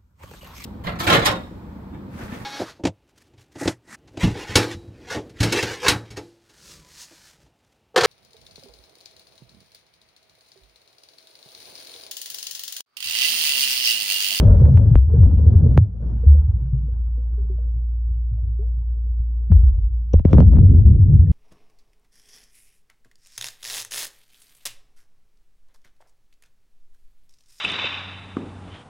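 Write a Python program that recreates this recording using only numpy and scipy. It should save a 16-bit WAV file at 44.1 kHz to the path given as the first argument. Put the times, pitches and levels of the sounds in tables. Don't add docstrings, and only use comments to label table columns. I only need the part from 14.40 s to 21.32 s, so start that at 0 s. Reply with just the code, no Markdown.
import sys
import numpy as np
from scipy import signal
from scipy.fft import rfft, irfft
from scipy.io import wavfile
from scipy.ndimage import uniform_filter1d, minimum_filter1d

SR = 44100
rng = np.random.default_rng(int(sys.argv[2]) if len(sys.argv) > 2 else 0)


def how_loud(loudness_db):
    steps = np.asarray(loudness_db, float) / 20
    return 10 ** steps


def generate_wav(signal):
    frames = np.transpose(np.atleast_2d(signal))
    scaled = np.clip(frames, -1, 1) * 32767
    pcm = np.round(scaled).astype(np.int16)
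    wavfile.write(sys.argv[1], SR, pcm)


N = 305169

# t/s, stir above calm/dB, fineness of the bubbles/dB
STIR = [(0, 45, 4), (.42, 36, -1.5), (.8, 30.5, -2), (1.3, 35, -4.5), (1.8, 19.5, 0), (2.2, 12, 0),
        (2.72, 4, 2.5), (3.12, 7.5, 3.5), (3.45, 0, 0.5), (5.07, 0.5, 0.5), (5.15, 15.5, 0), (5.47, 0, 2),
        (5.72, 1, 1.5), (5.87, 23.5, 7), (5.94, 45, -4.5), (6.07, 35, -12.5), (6.3, 32, -20.5),
        (6.92, 24, -16.5)]
# calm level/dB, share of stir [dB/dB], share of fineness [dB/dB]
LAYERS = [
    (-38.5, 0.27, -0.65),
    (-56, 0.89, -0.44),
    (-64, 0.82, -0.49),
    (-70, 0.93, 0.3),
    (-81, 0.65, 0.88),
]
LAYER_HZ = (70, 150, 320, 520, 1200)
# f/Hz, level/dB
CLOUD_COLOUR = [(32, -16.5), (48, 0), (80, 8), (130, 6), (220, 1), (300, -3), (480, 1.5), (620, -3.5),
                (900, 1), (1550, 0.5), (1700, -14)]
# f/Hz, level/dB
WIDTH = [(60, -13.5), (150, -13.5), (380, -9.5), (950, 4.5), (2380, -7), (5980, -4.5), (15000, -7.5)]
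# f/Hz, level per Hz/dB
HISS_COLOUR = [(1000, -3.5), (1500, -7.5), (1700, -10.5), (2310, -16), (3300, -13), (3700, -20),
               (4700, -22.5), (5800, -17), (6600, -28), (7600, -44.5), (13100, -40), (15600, -50.5)]
# f/Hz, level per Hz/dB
HIGH_NOISE_COLOUR = [(6900, -29.5), (7500, -18), (9300, -18.5), (10600, -6.5), (13700, 0), (14100, -13.5),
                     (15700, -17)]
# t/s, depth/dB, recovery/s
DIPS = [
    (0.555, 12, 0.083),
    (1.39, 12, 0.18),
    (5.75, 14.5, 0.011),
    (6.025, 4, 0.015),
]
# t/s, peak level/dB, f/Hz, decay/s
WAKE_POCKETS = [(-.021, -8.5, 60.2, 0.055), (0.05, -5, 114.5, 0.0084), (0.047, -6.5, 101.2, 0.23),
                (0.068, -5.5, 41.97, 0.16), (0.116, -9, 68.4, 0.062), (0.201, -14.5, 157.3, 0.11),
                (0.202, -4, 122.5, 0.06), (0.231, 4.5, 74.8, 0.026), (0.293, -11.5, 105.4, 0.07),
                (.312, -5, 129, 0.1), (0.34, -3, 88.1, 0.066), (0.46, -6.5, 101.9, 0.071),
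                (0.509, 1.5, 122.4, 0.01), (0.551, -2.5, 54.7, 0.0036), (0.555, -2.5, 60.4, 0.072),
                (0.673, -9.5, 76.1, 0.32), (0.775, -6.5, 120, 0.014), (.798, -1, 92.5, 0.047),
                (0.853, -5.5, 54.4, 0.053), (0.921, -16.5, 78.8, .06), (.965, -4, 74, 0.064),
                (1.062, -2, 82.6, 0.03), (1.137, -18.5, 66.7, 0.053), (1.149, -1, 88.8, 0.036),
                (1.225, -3, 85, 0.02), (1.284, -9.5, 63.8, 0.055), (1.288, -28, 83.7, 0.084),
                (1.363, -1.5, 126, 0.0066), (1.373, -2.5, 89.5, 0.027), (1.403, -6, 112, 0.029)]
# t/s, peak level/dB, f/Hz, glide/(octaves per s), decay/s
GULPS = [(1.863, 0, 70.55, 0.5, 0.11), (1.989, -25, 63, 2.5, 0.079), (2.074, -12.5, 97.2, 0.5, 0.046),
         (2.212, -22, 117.8, 3.5, 0.049), (2.326, -12.5, 120.5, 3, 0.028), (2.429, -23.5, 132, 2, 0.019),
         (2.909, -44, 108, -4, 0.01), (3.912, -21, 104.5, 1.5, 0.04), (4.022, -20, 75.4, 5.5, 0.035),
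         (4.07, -24.5, 95, 4.5, 0.025), (4.793, -18.5, 59.2, 2, 0.0099), (5.099, -7.5, 177.8, -2.5, 0.015),
         (5.11, 4, 87.1, -2.5, 0.024), (5.139, -9.5, 58.07, -2, 0.19), (5.148, -17, 40.76, 5.5, 0.17),
         (5.23, -5, 70.9, -2.5, 0.11), (5.378, -11, 60, 6, 0.01), (5.519, -21.5, 60.4, 0.5, 0.066)]
# t/s, peak level/dB, f/Hz, decay/s
PLUNGE_POCKETS = [(5.736, -28.5, 148, 0.011), (5.7325, -0.5, 80.5, 0.032), (5.755, -7, 42.1, 0.028),
                  (5.846, -8.5, 140, 0.008), (5.85, -5, 84.3, 0.023), (5.922, -4.5, 109, 0.051),
                  (5.95, -1, 61.5, 0.12), (5.979, -8, 170, 0.018), (5.995, -14.5, 102.6, 0.035),
                  (6.04, -1.5, 92, 0.051), (6.07, -2.5, 55.6, 0.1), (6.177, -3, 65.3, 0.032),
                  (6.186, -11, 101, 0.24), (6.204, -4.5, 112.4, 0.08), (6.252, -7, 92.7, 0.098),
                  (6.289, -4, 78.4, 0.06), (6.354, -5.5, 85.5, 0.063), (6.375, -3, 87.6, 0.054),
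                  (6.393, -11.5, 111.7, 0.063), (6.418, -12, 114.6, 0.067), (6.446, -3, 74, 0.076),
                  (6.46, -4.5, 80, 0.013), (6.519, -9, 78, 0.059), (6.591, -3.5, 99.9, 0.069),
                  (6.664, -18.5, 75, 0.043), (6.735, -5.5, 86.8, 0.027), (6.788, 4.5, 78, 0.017),
                  (6.868, -8.5, 86.5, 0.022)]
# t/s, peak level/dB, f/Hz, glide/(octaves per s), decay/s
BUBBLES = [(.734, -22.5, 444, 3, 0.0081), (1.255, -24.5, 440, -4, 0.01), (1.832, -31, 458, 1.8, 0.0079),
           (1.945, -40.5, 517, -3.5, 0.023), (2.48, -44, 496, -2, 0.0084), (2.773, -44, 244, -1.5, 0.031),
           (2.773, -46.5, 480, 1.2, 0.026), (2.976, -39, 425, -4.5, 0.021), (2.998, -49, 383, 5, .018),
           (3.044, -45.5, 409, 3.5, .007), (3.094, -34, 384, -1.3, 0.022),
           (3.179, -45.5, 616, -1.5, 0.0057), (3.18, -48, 453.5, 2.5, 0.037),
           (3.514, -58.5, 294, 6.5, 0.013), (3.974, -54, 635, -1, 0.017), (4.188, -35, 380, 5, 0.028),
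           (4.221, -53, 689, 4.5, 0.0078), (4.493, -57.5, 458, 9.5, 0.015), (4.572, -56.5, 488, -3.5, 0.01),
           (4.66, -54.5, 476, -1, 0.012), (4.899, -52, 331, -9.5, 0.0081), (5.339, -54, 552, 2, .015),
           (5.7348, -6.5, 537, -21.5, 0.00092)]
# t/s, peak level/dB, f/Hz
GURGLES = [(.087, -32, 560), (.137, -24.5, 544), (.18, -28.5, 475), (.217, -23, 495), (.282, -29, 439),
           (.318, -29.5, 463), (.337, -62, 13100), (.343, -24, 427), (.554, -63.5, 13070),
           (1.169, -58.5, 13160), (5.733, -58.5, 13100), (.855, -39, 559), (.992, -30, 486),
           (1.059, -30.5, 430), (1.112, -36, 500), (6.221, -30.5, 285), (6.263, -38, 560),
           (6.339, -37, 557), (6.582, -30, 250), (6.617, -59.5, 1450), (6.655, -29, 266), (6.74, -52, 1487),
           (6.822, -59, 1540), (6.866, -55.5, 1810)]
# t/s, peak level/dB, lower f/Hz, upper ring level/dB
TICKS = [(2.3496, -70, 3000, -79.5), (2.382, -64.5, 3000, -83), (2.5227, -66, 3000, -81),
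         (2.6005, -72, 3000, -70.5), (2.8, -73, 3000, -79), (2.8374, -73.5, 3000, -73),
         (2.8814, -71, 3000, -83), (3.1807, -65, 3000, -77.5), (3.237, -70.5, 3000, -80),
         (3.3164, -75, 3000, -70), (3.3967, -73.5, 3000, -81), (3.479, -73, 3000, -79.5),
         (3.7439, -64, 3000, -86.5), (3.9594, -74.5, 3000, -82), (4.2847, -71, 3000, -68),
         (4.3849, -71, 3000, -80), (4.4902, -66, 3000, -90), (4.8449, -74, 3000, -78.5),
         (4.9636, -69.5, 3000, -78)]
# t/s, peak level/dB, lower f/Hz, upper ring level/dB
CLINKS = [
    (1.995, -61.5, 3300, -70.5),
    (5.732, -47.5, 3000, -49),
    (5.7338, -44, 3000, -33.5),
    (5.737, -47, 3000, -44.5),
    (5.85, -35.5, 2080, -61),
]
# f/Hz, bandwidth/Hz, level/dB
SHELL_MODES = [(1270, 6900, 6.5), (3000, 2100, 3.5), (5600, 940, -13), (13170, 2500, -24)]
# t/s, thud level/dB, crackle level/dB, start f/Hz, bend/s
KNOCKS = [(.256, -27, -59, 4160, 0.0016), (0.3738, -26.5, -49, 4950, 0.00096),
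          (.377, -30.5, -48.5, 4000, .002), (0.5448, -40, -57.5, 3800, 0.0025),
          (0.555, -8, -43, 6080, 0.012), (.832, -25, -63.5, 3000, 0.0097),
          (1.3762, -8, -35.5, 8820, 0.0042), (5.102, -25.5, -69, 249, 0.0099),
          (5.1204, -15.5, -44.5, 6700, 0.0077), (5.8503, -4, -45.5, 486, 0.0055),
          (6.157, -33, -59.5, 3000, 0.0011), (6.17, -23, -60.5, 3000, 0.0084)]
# t/s, thud level/dB, crackle level/dB, start f/Hz
SPLASH = [(5.733, -7, -38.5, 475.5), (5.794, -22.5, -52.5, 1417), (5.93, -6, -36, 1933),
          (5.9404, -14.5, -42, 2514), (5.947, -13.5, -51, 1480), (5.972, -13.5, -46, 1977),
          (5.981, -3.5, -46, 1486), (5.99, -10, -47.5, 1512), (6.003, -6, -37, 1862),
          (6.016, -13, -50.5, 1122), (6.025, -17, -54.5, 1210), (6.12, -24.5, -63, 1157),
          (6.133, -20.5, -61, 1413), (6.184, -17.5, -52.5, 2457), (6.189, -24.5, -57.5, 1800),
          (6.395, -27.5, -75, 1166), (6.409, -33.5, -74, 1190), (6.461, -26, -75.5, 1167),
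          (6.804, -33, -73, 2020), (6.868, -41, -80, 1500)]
# t/s, crackle level/dB, swell/s
FLURRIES = [
    (.325, -56.5, .025),
    (1.145, -59.5, .025),
    (5.885, -55.5, .028),
]


def evened(x):
    return x / np.sqrt(np.mean(x ** 2) + 1e-20)


def read(points, hz):
    f, value = np.transpose(points)
    return np.interp(np.log(hz + 1), np.log(f + 1), value)


def add(mix, s, sound):
    at = round(s * SR)
    part = mix[..., max(at, 0):][..., :sound.shape[-1] + min(at, 0)]
    part += sound[..., max(-at, 0):][..., :part.shape[-1]]


def ports(mid, side):
    return np.array([mid + side, mid - side]) * how_loud(np.array([[.5], [-.5]]))


def dip_db(t):
    total = 0
    for s, depth_db, back_s in DIPS:
        corners = np.cumsum([0, 0.026, 0.085, back_s])
        total = total - depth_db * np.interp(t - s, corners, [0, 1, 1, 0])
    return total


def layer_db(t):
    s, stir, fine = np.transpose(STIR)
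    stir, fine = np.interp(t, s, stir), np.interp(t, s, fine)
    return np.array([calm + a * stir + b * fine for calm, a, b in LAYERS])


def self_noise():
    colour = how_loud(read(HIGH_NOISE_COLOUR, np.fft.rfftfreq(N + 1, 1 / SR)))
    mid, side = irfft(rfft(rng.standard_normal((2, N + 1))) * colour)[:, :N]
    s, _, fine = np.transpose(STIR)
    fine = np.interp(np.arange(N) / SR, s, fine)
    drift = evened(uniform_filter1d(rng.standard_normal(N), size=3000))
    return how_loud(-93.5 + 1.5 * drift + .7 * fine) * evened(ports(mid, .5 * side))


def pump(hz=57.73, level_db=-21.5, overtone_db=-27.5, stir_share=0.044):
    t = np.arange(N) / SR
    turn = 2 * np.pi * hz * t
    tone = np.cos(turn + 0.6) + how_loud(overtone_db) * np.cos(2 * turn)
    stir = np.interp(t, *np.transpose(STIR)[:2])
    return np.sqrt(2) * how_loud(level_db - stir_share * np.maximum(stir - 12, 0) + dip_db(t)) * tone


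def hiss(level_db=-77, follow=0.78, calm_db=-80):
    frames, hz = N // 128 + 5, np.fft.rfftfreq(512, 1 / SR)
    real, imag = rng.standard_normal((2, frames, 2, 257)).transpose(0, 2, 3, 1)
    flicker = evened(uniform_filter1d(rng.standard_normal(frames), size=9))
    patches = uniform_filter1d(rng.standard_normal((257, frames)), size=7, axis=0)
    patches = evened(uniform_filter1d(patches, size=14))
    colour = read(HISS_COLOUR, hz) - 60 * (hz < 900)
    z = (real + 1j * imag) * how_loud(colour[:, None] + 1.5 * flicker + 2.2 * patches)
    z[1] *= how_loud(read(WIDTH, hz))[:, None]
    mid, side = signal.istft(z, nperseg=512, noverlap=384)[1][:, :N]
    t = np.arange(N) / SR
    level = how_loud(level_db + follow * (layer_db(t)[-1] - calm_db) + 0.87 * dip_db(t))
    return level * evened(ports(mid, side))


def ring(db, hz, glide, rise, decay, length=0.48, per_s=SR):
    t = np.arange(round(length * per_s)) / per_s
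    shape = np.sin(np.pi / 2 * np.minimum(t / rise, 1)) ** 2 * np.exp(-np.maximum(t - rise, 0) / decay)
    shape *= np.minimum(4 - 4 * t / length, 1)
    pitch = hz * 2 ** (glide * np.minimum(t, .2))
    return how_loud(db) * shape * np.sin(2 * np.pi * np.cumsum(pitch) / per_s)


def churn(cycles=7.5, uneven_db=5.5, surge_db=2.5, level_db=-10):
    per_s, count = SR / 8, N // 8 + 1
    t, out = np.arange(count) / per_s, np.zeros((2, count))
    levels = layer_db(t)
    surge = how_loud(surge_db * evened(uniform_filter1d(rng.standard_normal(count), size=160)))
    crowd = 1 + np.clip((levels[3] + 61) / 7, 0, 4)
    for hz in np.geomspace(32, 1680, num=44):
        longer = 1 + 0.74 * np.exp(-(np.log2(hz / 533) / 0.25) ** 2)
        decay = cycles / hz * (hz / 400) ** .35 * longer
        born = rng.random((2, count)) < crowd / decay / per_s
        uneven = how_loud(uneven_db * np.minimum(rng.exponential(1, (2, count)), 4))
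        sign = rng.choice([-1, 1], (2, count))
        size = born * surge / np.sqrt(crowd) * uneven * sign
        bubble = ring(0, hz, .05 / decay, decay / 4, decay, 6 * decay, per_s)
        mid, side = (evened(signal.oaconvolve(train, bubble)[:count]) for train in size)
        shares = [np.interp(np.log(hz), np.log(LAYER_HZ), one) for one in np.eye(len(levels))]
        db = np.array(shares) @ levels
        db += 4.5 * np.exp(-(np.log2(hz / 580) / 0.16) ** 2) * (t < 0.47)
        out += how_loud(db + read(CLOUD_COLOUR, hz) + level_db) * ports(mid, side * how_loud(read(WIDTH, hz)))
    out *= how_loud(1.18 * dip_db(t))
    return signal.resample_poly(out, 8, 1, axis=1)[:, :N]


def rings(rows, spread):
    out = np.zeros((2, N))
    for (s, *row), lean in zip(rows, 2 * rng.random(len(rows)) - 1):
        sound = ring(*row)
        add(out, s, ports(sound, spread * lean * sound))
    return out


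def shell_ticks(tick_s=.002, upper_hz=5800):
    rows = []
    for s, low_db, low_hz, up_db in TICKS + CLINKS:
        for db, hz in ((low_db, low_hz), (up_db, upper_hz)):
            rows.append((s, db, hz, 0, tick_s / 2, tick_s))
    return rows


def small_bubbles(rise_s=0.008, gurgle_cycles=2.8):
    rows = [(*row, rise_s, decay) for *row, decay in BUBBLES]
    return rows + [(s, db, hz, 1.5, rise_s / 2, gurgle_cycles / hz) for s, db, hz in GURGLES]


def air_pockets(rise_s=0.012, settle_hz=78, settle_per_s=5, most=2.7):
    rows = []
    for s, db, hz, decay in WAKE_POCKETS + PLUNGE_POCKETS:
        glide = np.clip(settle_per_s * np.log2(settle_hz / hz), -most, most)
        rows.append((s, db, hz, glide, rise_s, decay))
    return rows + [(*row, rise_s, decay) for *row, decay in GULPS]


def slap(thud_db, crackle_db, start_hz, bend, length, echo=0.64):
    t = np.arange(2600) / SR
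    late = np.maximum(t - length, 0)
    ragged = min(length / .0015, 1)

    stretch = .7 + (0.023 + 0.044 * ragged) * (2 * rng.random((2, 1)) - 1)
    stretch = stretch + .6 * (1 - ragged)
    hz = 40 + 1 / (1 / start_hz + stretch * late)
    shape = (late / bend) ** 0.56 * np.exp(-late / bend) * (1 - np.exp(-3.0 * start_hz * late))
    wave = how_loud(thud_db + 6.0) * shape * np.sin(2 * np.pi * np.cumsum(hz * (late > 0), axis=1) / SR)
    wall = rng.integers(50, 130)
    wave[:, wall:] -= echo * ragged * wave[:, :-wall]

    envelope = np.exp(-late / (0.81 * length) - (length - t + late) / (0.87 * length))
    grit = rng.standard_normal((2, len(t))) ** 3 * envelope
    grit[1] *= .35
    shell = sum(how_loud(db) * np.exp(-np.pi * w * t) * np.sin(2 * np.pi * f * t) for f, w, db in SHELL_MODES)
    crackle = signal.fftconvolve(ports(*grit), shell[None], axes=1)[:, :len(t)]
    if echo:
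        top_hz = np.clip(9000 * 2 ** ((crackle_db + 37) / 13.5), 4000, 15000)
        crackle = signal.lfilter(*signal.butter(2, top_hz, fs=SR), crackle)
    crackle *= how_loud(crackle_db + 10) / abs(crackle).max()

    band = signal.butter(2, [300, 660], 'band', fs=SR, output='sos')
    rock = signal.sosfilt(band, rng.standard_normal(len(t)))
    rock *= t * np.exp(-abs(t - length) / 0.0032)
    rock *= ragged * how_loud(thud_db - 10) / abs(rock).max()

    fade = np.cos(np.pi / 2 * np.clip(2 * t / t[-1] - 1, 0, 1)) ** 2
    return fade * (wave + crackle + ports(0.38 * rock, rock))


def scene():
    water = pump() + churn() + hiss() + self_noise()
    water += rings(air_pockets(), .11) + rings(small_bubbles() + shell_ticks(), .4)
    bend_s = 0.0064
    for s, thud_db, crackle_db, hz, bend in KNOCKS:
        add(water, s, slap(thud_db, crackle_db, hz, bend, 0.89 / max(hz, 600), echo=0))
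    for s, thud_db, crackle_db, hz in SPLASH:
        bend = bend_s * max(0.5 - 0.23 * thud_db, .15)
        add(water, s, slap(thud_db, crackle_db, hz, bend, 2 / hz))
    for s, crackle_db, swell in FLURRIES:
        add(water, s, slap(-90, crackle_db, 1000, bend_s, swell, echo=0))
    return water


def band_limit(x):
    return signal.sosfilt(signal.butter(12, 15710, fs=SR, output="sos"), x)


def record(dry):
    room = minimum_filter1d(np.minimum(.94 / (abs(dry).max(0) + 1e-9), 1), size=801)
    held = dry * uniform_filter1d(room, size=801)
    held *= np.minimum(np.arange(N)[::-1] / 300, 1)
    loud = uniform_filter1d(abs(held), size=900, axis=1) ** 0.34
    clock_hz = 9600
    mirror = how_loud(-59.5) * loud * held * np.cos(2 * np.pi * clock_hz * np.arange(N) / SR)
    return band_limit(held + mirror)


dry = scene()
out = record(dry)
generate_wav(out)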